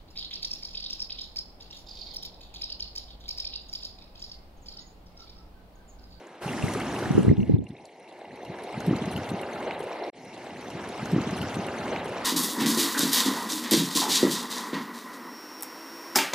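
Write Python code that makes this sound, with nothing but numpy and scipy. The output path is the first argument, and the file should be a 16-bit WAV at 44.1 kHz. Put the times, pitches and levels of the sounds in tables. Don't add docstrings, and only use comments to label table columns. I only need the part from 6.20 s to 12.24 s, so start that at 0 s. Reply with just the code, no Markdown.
import sys
import numpy as np
from scipy import signal
from scipy.fft import rfft, irfft, next_fast_len
from scipy.io import wavfile
from scipy.ndimage import uniform_filter1d, map_coordinates

SR = 44100
rng = np.random.default_rng(int(sys.argv[2]) if len(sys.argv) > 2 else 0)


def decibels_to_gain(level_db):
    exponent = np.asarray(level_db, float) / 20
    return 10 ** exponent


def bounce(signal):
    frames = np.transpose(np.atleast_2d(signal))
    limited = np.clip(frames, -1, 1)
    pcm = np.round(limited * 32767).astype(np.int16)
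    wavfile.write(sys.argv[1], SR, pcm)


N = 266584

# [f/Hz, level/dB per Hz]
STREAM = [(88, -14), (150, 22), (393, -2.5), (542, -4), (807, -4), (1130, -12.5), (2080, -18.5),
          (2510, -19.5), (2810, -19.5), (4100, -26.5), (4510, -27.5), (6330, -26), (8100, -27.5),
          (9600, -27), (13800, -33.5)]
# [f/Hz, likeness 0-1]
ALIKE = [(300, 1), (600, 1), (1300, 0.89), (2800, 0.8), (6000, 0.49), (13000, 0.7)]
# [t/s, level/dB over the rush, f/Hz, life/ms]
DROPS = [(.07, 27, 6800, 1.8), (0.29, 23.5, 2730, 4.3), (.988, 23.5, 6660, 1.1), (1.032, 25, 8300, .9),
         (1.203, 24.5, 2800, 2.9), (1.23, 26.5, 2740, 2.6), (1.441, 39, 7330, 1.6),
         (1.468, 32.5, 2730, 3.3), (1.489, 35.5, 9000, 5.4), (1.507, 26, 3480, 3.9), (1.568, 26, 3660, 3.9),
         (1.656, 31, 4700, 1.7), (1.654, 41, 7360, 1.4), (0.482, 20.5, 2030, 5), (2.436, 35.5, 9920, 2.3),
         (2.604, 26, 6360, 5.9), (2.666, 34, 11700, 1.5), (2.764, 29, 7270, 2.3), (2.924, 30, 10000, 0.85),
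         (2.963, 26.5, 2940, 3.8), (2.969, 32.5, 11600, 1.5), (3.103, 36, 8500, 1.2),
         (3.215, 37.5, 10600, 0.63), (3.332, 27, 6230, 4.1), (3.404, 24.5, 6600, 3),
         (3.5096, 26.5, 2490, 1.3), (3.5103, 16, 1930, 2.7), (1.654, 34.5, 8940, 1.8),
         (2.046, 15.5, 880, 2.8), (3.507, 20, 4830, 3.4), (1.799, 29, 9200, 2), (2.158, 26, 10240, 2),
         (3.537, 31, 11200, 2.6), (3.592, 35, 8700, 3.8), (3.604, 38, 9600, 1.4), (3.836, 22, 4200, 3.7)]
# [t/s, level/dB over the rush, f/Hz]
PLINKS = [(.279, 16, 2800), (.333, 18, 1880), (0.425, 21.5, 2680), (.451, 11, 5190), (0.5488, 17, 1660),
          (0.666, 16, 5350), (.725, 18, 5600), (0.736, 13, 1610), (0.8126, 13, 2920), (.9157, 23.5, 6070),
          (1.031, 17, 2830), (1.111, 16, 1940), (1.137, 24, 5340), (1.169, 26, 3470), (1.217, 11.5, 2200),
          (1.336, 15, 2410), (1.384, 32, 3530), (1.385, 30, 8800), (1.489, 25, 4200), (1.489, 26, 5600),
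          (1.552, 15, 2200), (1.693, 17, 2200), (1.783, 12, 5010), (1.828, 20.5, 5700), (1.911, 23, 3460),
          (2.013, 21.5, 3560), (2.012, 18, 1670), (2.052, 17, 2090), (2.054, 19.5, 2860), (2.131, 20, 7140),
          (2.166, 17, 6100), (2.229, 23, 6160), (2.265, 21, 2830), (2.3422, 19, 1660), (2.345, 10, 6000),
          (2.387, 19, 1690), (2.422, 24, 7240), (2.509, 17, 4150), (2.5302, 12.5, 2150), (2.542, 17, 2380),
          (2.525, 27, 8300), (2.58, 21.5, 8740), (2.7, 16, 2970), (2.762, 23, 4100), (2.786, 25, 4770),
          (2.821, 24, 3380), (2.855, 27, 6900), (2.914, 29, 9800), (2.933, 29, 9180), (2.977, 19.5, 3040),
          (2.977, 23, 6840), (3.0334, 23, 5800), (3.063, 20, 8800), (3.098, 22, 4080), (3.232, 19.5, 2790),
          (3.265, 19, 4760), (3.399, 20, 8900), (3.64, 28, 10300), (3.729, 23, 5540), (3.84, 30, 5400)]
# [t/s, level/dB over the rush, f/Hz]
GURGLES = [(.015, 2, 910), (.247, 7, 503), (.279, 13, 820), (.425, 9, 480), (.55, 14.5, 1210),
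           (.722, 5, 1610), (.824, 15.5, 416), (.91, 7, 800), (1.113, 16, 595), (1.424, 16, 600),
           (1.551, 12, 685), (2.017, 14, 680), (2.232, 10.5, 730), (2.475, 10, 715), (2.555, 9.5, 850),
           (2.606, 14, 1450), (2.62, 11, 1500), (2.736, 16.5, 1230), (3.194, 16, 2160), (3.271, -1.5, 1070),
           (3.283, 2, 480), (3.36, 15, 1380), (3.604, 11, 430), (3.637, 8, 460), (3.669, 9.5, 480),
           (3.714, 12, 1010), (3.945, 15, 2150), (3.52, 21, 2900)]
# [t/s, peak level/dB]
SLAPS = [(0.5367, -23), (0.6, -37), (0.789, -32), (1.1667, -68), (1.4857, -46), (1.7984, -66),
         (1.8881, -51), (1.924, -49), (1.99, -51), (2.047, -66), (2.158, -55), (2.25, -38), (2.387, -43),
         (2.437, -39), (2.603, -24), (2.664, -43), (2.765, -39), (2.858, -34), (2.915, -40), (2.962, -38),
         (3.0427, -44), (3.09, -29), (3.213, -45), (3.311, -53), (3.509, -34), (3.603, -52), (3.629, -46),
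         (3.7876, -69), (3.8486, -53), (3.8644, -55)]
# [t/s, rumble level/dB]
BREEZE = [(0, -59.5), (.205, -60), (.23, -55), (.3, -37), (.92, -37.5), (1.42, -54), (1.62, -65.5),
          (2.1, -57.5), (2.52, -53), (2.72, -47), (3.2, -46.5), (3.62, -48.5), (3.7, -56), (4.08, -50.5),
          (5.1, -43.5), (5.87, -41.5), (5.95, -47), (6.04, -44)]
# [t/s, likeness 0-1]
SHELTER = [(0, 1), (.38, 0.95), (.44, 0.06), (.5, 0.96), (.85, 0.98), (.92, 0), (1.43, 0.05), (1.46, 1),
           (6.04, 0.98)]
# [f/Hz, level/dB per Hz]
RUMBLE = [(12, -87), (20, -24.5), (145, -7.5), (255, -7.5), (304, -9.5), (398, -14), (475, -33), (700, -49),
          (910, -71), (1540, -120)]
# [t/s, peak level/dB, f/Hz, width/ms]
PUFFS = [(.442, -15, 124, 5.8), (0.561, -23.5, 414, 9.4), (0.909, -11.5, 201, 4.4), (0.954, -10, 173, 1.9),
         (.981, -1.5, 324, 3), (1.007, -17, 238, 9.3), (1.051, -10, 255, 2.4), (1.083, 1, 207, 2),
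         (1.103, -8, 145, 6.5), (1.115, -1.5, 276, 2.7), (1.195, -12, 177, 7.3), (1.222, -17, 146, 5),
         (1.298, -7, 260, 3.9), (1.311, -14, 154, 11), (1.345, -7, 138, 11.5), (1.391, -12.5, 200, 2.8),
         (1.506, -28, 166, 5.6), (1.622, -43, 130, 6), (2.301, -31, 171, 10.6), (2.579, -19.5, 175, 2.7),
         (2.683, -15.5, 180, 13), (2.712, -10, 247, 3), (2.731, -15, 328, 2.9), (2.755, -18, 130, 3.5),
         (2.821, -21, 206, 8.5), (2.878, -22.5, 190, 11), (2.975, -24.5, 215, 7.9),
         (3.118, -20.5, 213, 4.5), (3.145, -26.5, 190, 11), (3.605, -33, 232, 1.9), (0.264, -26, 162, 11),
         (1.07, -15, 161, 3.1), (1.182, -10, 150, 3.4), (1.21, -15.5, 190, 3.1), (1.321, -13, 170, 2.7),
         (1.353, -12, 172, 2.6), (1.421, -23, 171, 3.8), (1.441, -31, 151, 5), (2.133, -39, 237, 11),
         (2.694, -15, 190, 5.7), (2.774, -32, 230, 5.5), (2.857, -27, 193, 5.7), (2.938, -25, 120, 4.4),
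         (2.959, -23, 160, 5.8), (2.992, -26, 150, 6.8), (3.019, -30, 130, 5.8), (1.129, -13, 270, 5.8),
         (1.234, -25, 170, 4.4), (0.993, -11, 268, 4.4), (1.031, -21, 280, 4)]
# [t/s, gain/dB, suppression/dB, turned away/dB]
PHONE = [(0, -51.5, 3, 7.5), (.205, -53, 1.5, 6), (.225, -43, -2, -4.5), (.44, -39.5, 0.6, -3),
         (.9, -39.5, -1, 1.5), (1.03, -45.5, -3.5, -2.5), (1.08, -43.5, 1, 2.5), (1.13, -51, 10.5, 5.5),
         (1.3, -50, 13, 6.5), (1.36, -49.5, 14, 20), (1.38, -60.5, 19, 14), (1.6, -54, 19, 5),
         (1.7, -54.5, 23, 7.5), (1.97, -51.5, 12, 10.5), (2.21, -46, 14, 13), (2.7, -40, 5, 6.5),
         (3.49, -39, 5.5, 15.5), (3.75, -38.5, 8, 16), (3.82, -36.5, 16, 26), (3.9, -38, 13, 15.5),
         (3.95, -52, 18, 0), (4.25, -47.5, 4.5, 0), (5.0, -41, -0.5, -1.5), (6.04, -38, 2.5, 8)]
# [level/dB over the gain, share of suppression lost, share of turning lost]
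BANDS = [
    (0, 0, 0.041),
    (-6.5, 0.87, 0),
    (-6.5, 0.027, 0.27),
    (-9, 0.047, 0.83),
]
EDGES_HZ = [330, 1020, 1780, 4500]
# [f/Hz, width/Hz, level/dB]
SURVIVORS = [(2096, 410, 2), (2776, 116, -5), (4100, 650, -1), (5570, 1400, -6), (8900, 850, -11),
             (11000, 1400, -8)]
# [f/Hz, level/dB re the loud middle]
KEPT = [(5000, -62), (11000, -48), (12300, -45), (15000, -42)]
# [t/s, f/Hz]
CEILING = [(0, 14200), (.2, 13600), (.3, 12700), (1.05, 12000), (2.2, 12000), (2.5, 13200), (3.9, 13300),
           (3.95, 12300), (4.6, 12400), (4.8, 13400), (6.04, 13600)]

CUT_S, BACK_S = 3.912, 2.25224
REPLAY_DULL_DB, REPLAY_DULL_HZ = -5.5, 7150
PLINK_MS, GURGLE_MS = 3.6, 6.1
SPATTER_DB, SPATTER_HZ, SPATTER_MS = (18, 6), (2180, 12400), (0.68, 3.9)
CLUMPS_DB, CLUMPS_PER_S = 1.5, 9
SLAP_DB, SLAP_GROWS, SLAP_T60_S, SLAP_LOW_HZ = 1, 0.38, 0.042, 2940
EVEN_UNDER_DB = 3.5
DEEP_DB, DEEP_GROWS, STRONG_DB = -38.5, 1.38, -35
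SWELL_S, SWELL_DB, SWELL_GROWS = 0.028, -29, 0.68
WAKE_S, WAKE_DB, WAKE_HZ, WAKE_MS = .012, -19, 200, 6.8
LEAK_DB = -27
POKES_HZ_PER_DB, FLUTTER_HZ = 110, 600


def creek():
    gain_db, held_db, away_db = curves(PHONE)
    levels_db = [gain_db + over_db - held * held_db - away * away_db for over_db, held, away in BANDS]
    drops = single_drops()
    fizz_level = decibels_to_gain(-14.5 + 0.63 * wobble(4.4))
    fizz = fizz_level * swarm(count=6000, mid_hz=4986, spread=0.551, cycles=20.3, scatter_db=7, size=300)
    splashes = spray(drops) + fizz + drops + slaps(levels_db[-1])
    standout = decibels_to_gain(np.where(after_cut(), -3, 0))
    flat = replayed(water_bed(held_db)) + standout * replayed(splashes)
    levels_db[-1] = levels_db[-1] + CLUMPS_DB * replayed(wobble(CLUMPS_PER_S))
    out = suppressed(flat, levels_db)
    top = filtered(out, lambda f: 1 / (1 + (REPLAY_DULL_HZ / (f + 1)) ** 8))
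    return out - after_cut() * (1 - decibels_to_gain(REPLAY_DULL_DB)) * top


def water_bed(held_db):
    gurgle = decibels_to_gain(-15) * swarm(count=2500, mid_hz=2900, spread=0.354, cycles=9, scatter_db=1.5, size=450)
    patchy = rush([(1000, 1.23), (4000, 3.36), (10000, 4.0)], lag_us=31.0)
    bed = decibels_to_gain(0.87 * wobble(8.9)) * patchy + gurgle
    even = 0.68 * np.clip(1 - held_db / EVEN_UNDER_DB, 0, 1) * ~after_even_end()
    return np.sqrt(1 - even) * bed + np.sqrt(even) * rush([(1000, 1.0), (10000, 3.1)], lag_us=32.0)


def rush(patchy, lag_us):
    hz, _, z = signal.stft(rng.standard_normal((2, N)), SR, nperseg=256)
    field = uniform_filter1d(rng.standard_normal(z.shape[1:]), size=5, axis=0)
    field = unit(uniform_filter1d(field, size=6, axis=1))
    patches = decibels_to_gain(along(patchy, hz)[:, None] * field)
    pair = signal.istft(z * patches, nperseg=256)[1][:, :N]
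    turn = lambda hz: np.arccos(np.clip(along(ALIKE, hz), -1, 1)) / 2
    mid, side = filtered(pair, lambda hz: np.array([np.cos(turn(hz)), np.sin(turn(hz))]))
    lean = lambda hz: np.exp(1j * np.pi * hz * lag_us * 1e-6 * np.array([[-1], [1]]))
    return unit(filtered(np.array([mid + side, mid - side]), lean))


def single_drops():
    s, db, hz, life_ms = spatter(count=40)
    lag_us = -25 + 25 * rng.standard_normal(len(s))
    level_db = 0.89 * db - 10 * np.log10(life_ms)
    return bubbles(s, level_db, hz, 0.0018 * life_ms * hz, lag_us, rise=0.0089, size=500)


def spatter(count):
    r = rng.random((count, 4))
    span = lambda ends, u: ends[0] * (ends[1] / ends[0]) ** u
    ranges = (SPATTER_DB, SPATTER_HZ, SPATTER_MS)
    faint = np.array([r[:, 0] * CUT_S] + [span(ends, r[:, i + 1]) for i, ends in enumerate(ranges)])
    lesser = [(*row, PLINK_MS) for row in PLINKS] + [(*row, GURGLE_MS) for row in GURGLES]
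    return np.hstack([np.transpose(DROPS), np.transpose(lesser), faint])


def bubbles(s, db, hz, cycles, lag_us, rise, size):
    def ring(ch, t):
        t = np.clip(t - 1e-4 - (ch - .5) * lag_us[:, None] * 1e-6, 0, 1)
        age = t * hz[:, None] / cycles[:, None]
        envelope = decibels_to_gain(db[:, None] - 38.0 * age) * (1 - np.exp(-12 * age))
        return envelope * np.sin(2 * np.pi * hz[:, None] * t * (1 + rise * age))
    return laid(s, ring, size)


def swarm(count, mid_hz, spread, cycles, scatter_db, size):
    r, g = rng.random((count, 2)), rng.standard_normal((count, 2))
    hz = np.minimum(mid_hz * np.exp(spread * np.clip(g[:, 0], -2, 2)), 13500)
    db = -scatter_db * np.log(r[:, 1] + .01)
    lag_us = -25 + 30 * g[:, 1]
    return unit(bubbles(r[:, 0] * N / SR, db, hz, cycles + 0 * hz, lag_us, rise=0.18, size=size))


def spray(drops):
    burst = np.abs(filtered(drops[0], lambda f: f > 6000))
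    fading = decibels_to_gain(-60 * np.arange(4000) / SR / 0.076)
    mist = signal.fftconvolve(burst, fading)[:N] / 400
    hiss = filtered(rush([(5000, 2.2)], lag_us=10), lambda f: 1 / (1 + (7500 / (f + 1)) ** 8))
    return decibels_to_gain(6.5) * mist * hiss


def slaps(spray_db):
    s, db = np.transpose(SLAPS)
    at = (s * SR).astype(int)
    kicks = np.bincount(at, decibels_to_gain(SLAP_DB + SLAP_GROWS * (db - spray_db[at])), N)
    fading = signal.fftconvolve(kicks, decibels_to_gain(-60 * np.arange(SR // 10) / SR / SLAP_T60_S))[:N]
    hiss = rush([(5000, 1.9)], lag_us=15)
    return fading * filtered(hiss, lambda f: 1 / (1 + (SLAP_LOW_HZ / (f + 1)) ** 4))


def suppressed(flat, levels_db):
    above = lambda hz: [1 / (1 + (edge / (hz + 1)) ** 14) for edge in EDGES_HZ] + [0 * hz]

    def ridges(f):
        peaks = sum(decibels_to_gain(g) / (1 + (2 * (f - c) / w) ** 2) for c, w, g in SURVIVORS)
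        return np.where(f < EDGES_HZ[2], 1, 0.3 + peaks)
    depth = np.clip((levels_db[0] - levels_db[1] - 1.5) / 16, 0, 1)
    out = 0
    for k, level_db in enumerate(levels_db):
        band = filtered(flat, lambda hz: decibels_to_gain(along(STREAM, hz)) * np.subtract(*above(hz)[k:k + 2]))
        ridged = filtered(band, ridges)
        out = out + decibels_to_gain(level_db + 1.5) * ((1 - depth) * unit(band) + depth * unit(ridged))
    return out


def wind():
    alike, = curves(SHELTER)
    air = rumble(alike) + replayed(puffs(alike))
    air = air / (1 + np.abs(air / .5) ** 4) ** .25
    low_cut = lambda f: f ** 4 / (f ** 4 + 60 ** 4)
    wind_cut = lambda f: 1 / (1 + (f / 490) ** 12) + decibels_to_gain(LEAK_DB) / (1 + (f / 900) ** 4)
    return filtered(air, lambda f: low_cut(f) * wind_cut(f))


def puffs(alike):
    s, db, hz, width_ms = eddies()
    lag_ms = rng.normal(1.6, 0.3, s.shape) * (1 - alike[(s * SR).astype(int)])
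    phase, tilt_db = 2 * np.pi * rng.random(s.shape), rng.normal(0, 1.0, s.shape)

    def push(ch, t):
        t = t - .04 + (ch - .5) * lag_ms / 1000
        swing = 2 * np.pi * hz * t + phase
        swell = np.exp(-(t / (0.00053 * width_ms + 0.1 / hz)) ** 2)
        return decibels_to_gain(db - 1.5 + ch * tilt_db) * swell * (np.cos(swing) + 0.32 * np.cos(2 * swing))
    return laid(s[:, 0] - .04, push, size=3600)


def eddies():
    s, db, hz, width_ms = np.transpose(PUFFS)
    g = rng.standard_normal((len(s), 2, 4))
    wake = [s[:, None] + WAKE_S * (1 + np.abs(g[..., 0])),
            db[:, None] + WAKE_DB + 3 * g[..., 1],
            WAKE_HZ * np.exp(0.33 * g[..., 2]),
            WAKE_MS * np.exp(0.48 * g[..., 3])]
    return np.array([np.append(lead, w) for lead, w in zip((s, db, hz, width_ms), wake)])[:, :, None]


def rumble(alike):
    deep, upper = rumble_levels()
    lumps = decibels_to_gain(1.5 * wobble(29.96))
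    below = lambda f: 1 / (1 + (f / 160) ** 8)
    out = 0
    for level, bond, part in ((deep, .5, below), (upper, 0, lambda f: 1 - below(f))):
        turn = np.arccos(np.clip(alike + bond * (1 - alike), 0, 1)) / 2
        a, b = filtered(rng.standard_normal((2, N)), lambda hz: decibels_to_gain(along(RUMBLE, hz)) * part(hz))
        pair = np.array([np.cos(turn) * a + np.sin(turn) * b, np.cos(turn) * a - np.sin(turn) * b])
        out = out + level * replayed(unit(lumps * pair))
    return out


def rumble_levels():
    breeze_db, = curves(BREEZE)
    s, db, *_ = np.transpose(PUFFS)
    kicks = np.bincount((s * SR).astype(int), decibels_to_gain(SWELL_DB + SWELL_GROWS * db) ** 2, N)
    hump = np.exp(-(np.arange(-SR // 4, SR // 4) / SR / SWELL_S) ** 2)
    swell = replayed(np.abs(signal.fftconvolve(kicks, hump, "same")))
    deep = decibels_to_gain(DEEP_DB + DEEP_GROWS * (breeze_db - STRONG_DB))
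    return np.sqrt(deep ** 2 + swell), np.sqrt(decibels_to_gain(breeze_db) ** 2 + decibels_to_gain(-0.5) ** 2 * swell)


def thinned(x):
    hz, _, z = signal.stft(x, SR, nperseg=1024)
    noise = rng.standard_normal
    frames = z.shape[2]
    power = np.abs(z) ** 2
    both = power.mean(axis=0)
    wide = lambda v: np.vstack([np.repeat(v, 4, axis=0), v[-1]])
    band = wide(both[:-1].reshape(128, 4, -1).mean(axis=1))
    generosity = decibels_to_gain(5 * unit(uniform_filter1d(noise(frames), size=4)))
    masker = both[(hz > 1000) & (hz < 6000)].mean(axis=0) * generosity
    treble = np.clip((hz[:, None] - 4500) / 4500, 0, 1)
    luck = wide(uniform_filter1d(noise((128, frames)), size=6, axis=1))
    usual = uniform_filter1d(band, size=30, axis=1)
    limit = decibels_to_gain(along(KEPT, hz)[:, None]) ** 2 * masker + decibels_to_gain(-125) ** 2
    limit = limit + treble * usual * decibels_to_gain(-11 + 21 * luck) ** 2
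    keep = 1 / (1 + (limit / (band + 1e-20)) ** 6)
    keep = keep / (1 + (.7 * treble * band / (power + 1e-20)) ** 3)
    return signal.istft(z * keep * ceiling(hz, both), nperseg=1024)[1][:, :N]


def ceiling(hz, power):
    bright_db = 10 * np.log10(power[(hz > 6000) & (hz < 12000)].mean(axis=0) + 1e-14)
    lasting_db = uniform_filter1d(bright_db, size=25)
    flutter = unit(uniform_filter1d(rng.standard_normal(len(bright_db)), size=3))
    flutter = flutter * np.clip((lasting_db.max() - lasting_db) / 8 + .3, 0, 1)
    drift_hz = np.interp(np.arange(len(bright_db)) * 512 / SR, *np.transpose(CEILING))
    top_hz = drift_hz + POKES_HZ_PER_DB * (bright_db - lasting_db)
    return hz[:, None] < top_hz + FLUTTER_HZ * flutter


def after_cut():
    return np.arange(N) > CUT_S * SR


def after_even_end():
    return np.arange(N) >= CUT_S * SR


def replayed(x):
    i = np.arange(N)
    return x[..., np.where(after_cut(), i - round(BACK_S * SR), i)]


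def laid(s, shape, size):
    k = np.arange(size)
    at = (np.round(s * SR).astype(int)[:, None] + k).ravel()
    return np.array([np.bincount(at, shape(ch, k / SR).ravel(), N + SR)[:N] for ch in (0, 1)])


def unit(x):
    return x / np.sqrt(np.mean(x ** 2) + 1e-20)


def along(points, hz):
    f, v = np.transpose(points)
    return np.interp(np.log(hz + 1), np.log(f + 1), v)


def curves(rows):
    s, *cols = np.transpose(rows)
    return [np.interp(np.arange(N) / SR, s, c) for c in cols]


def wobble(rate):
    knots = rng.standard_normal(int(N * rate / SR) + 4)
    return map_coordinates(knots, [np.arange(N) * rate / SR])


def filtered(x, response):
    m = next_fast_len(N + 8192)
    return irfft(rfft(x, m) * response(np.fft.rfftfreq(m, 1 / SR)), m)[..., :N]


def scene():
    t = np.arange(N) / SR
    jump_db = np.interp(t, [3.9, 3.907, 3.92, 3.932, 3.96], [2, -76, -60, -9.5, 2])
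    return decibels_to_gain(jump_db) * (creek() + wind())


def band_limit(x):
    return signal.sosfilt(signal.butter(12, 13900, fs=SR, output="sos"), x)


def record(dry):
    mix = filtered(thinned(dry), lambda hz: 1 / (1 + (hz / 15200) ** 40))
    return band_limit(mix)


dry = scene()
out = record(dry)
bounce(out)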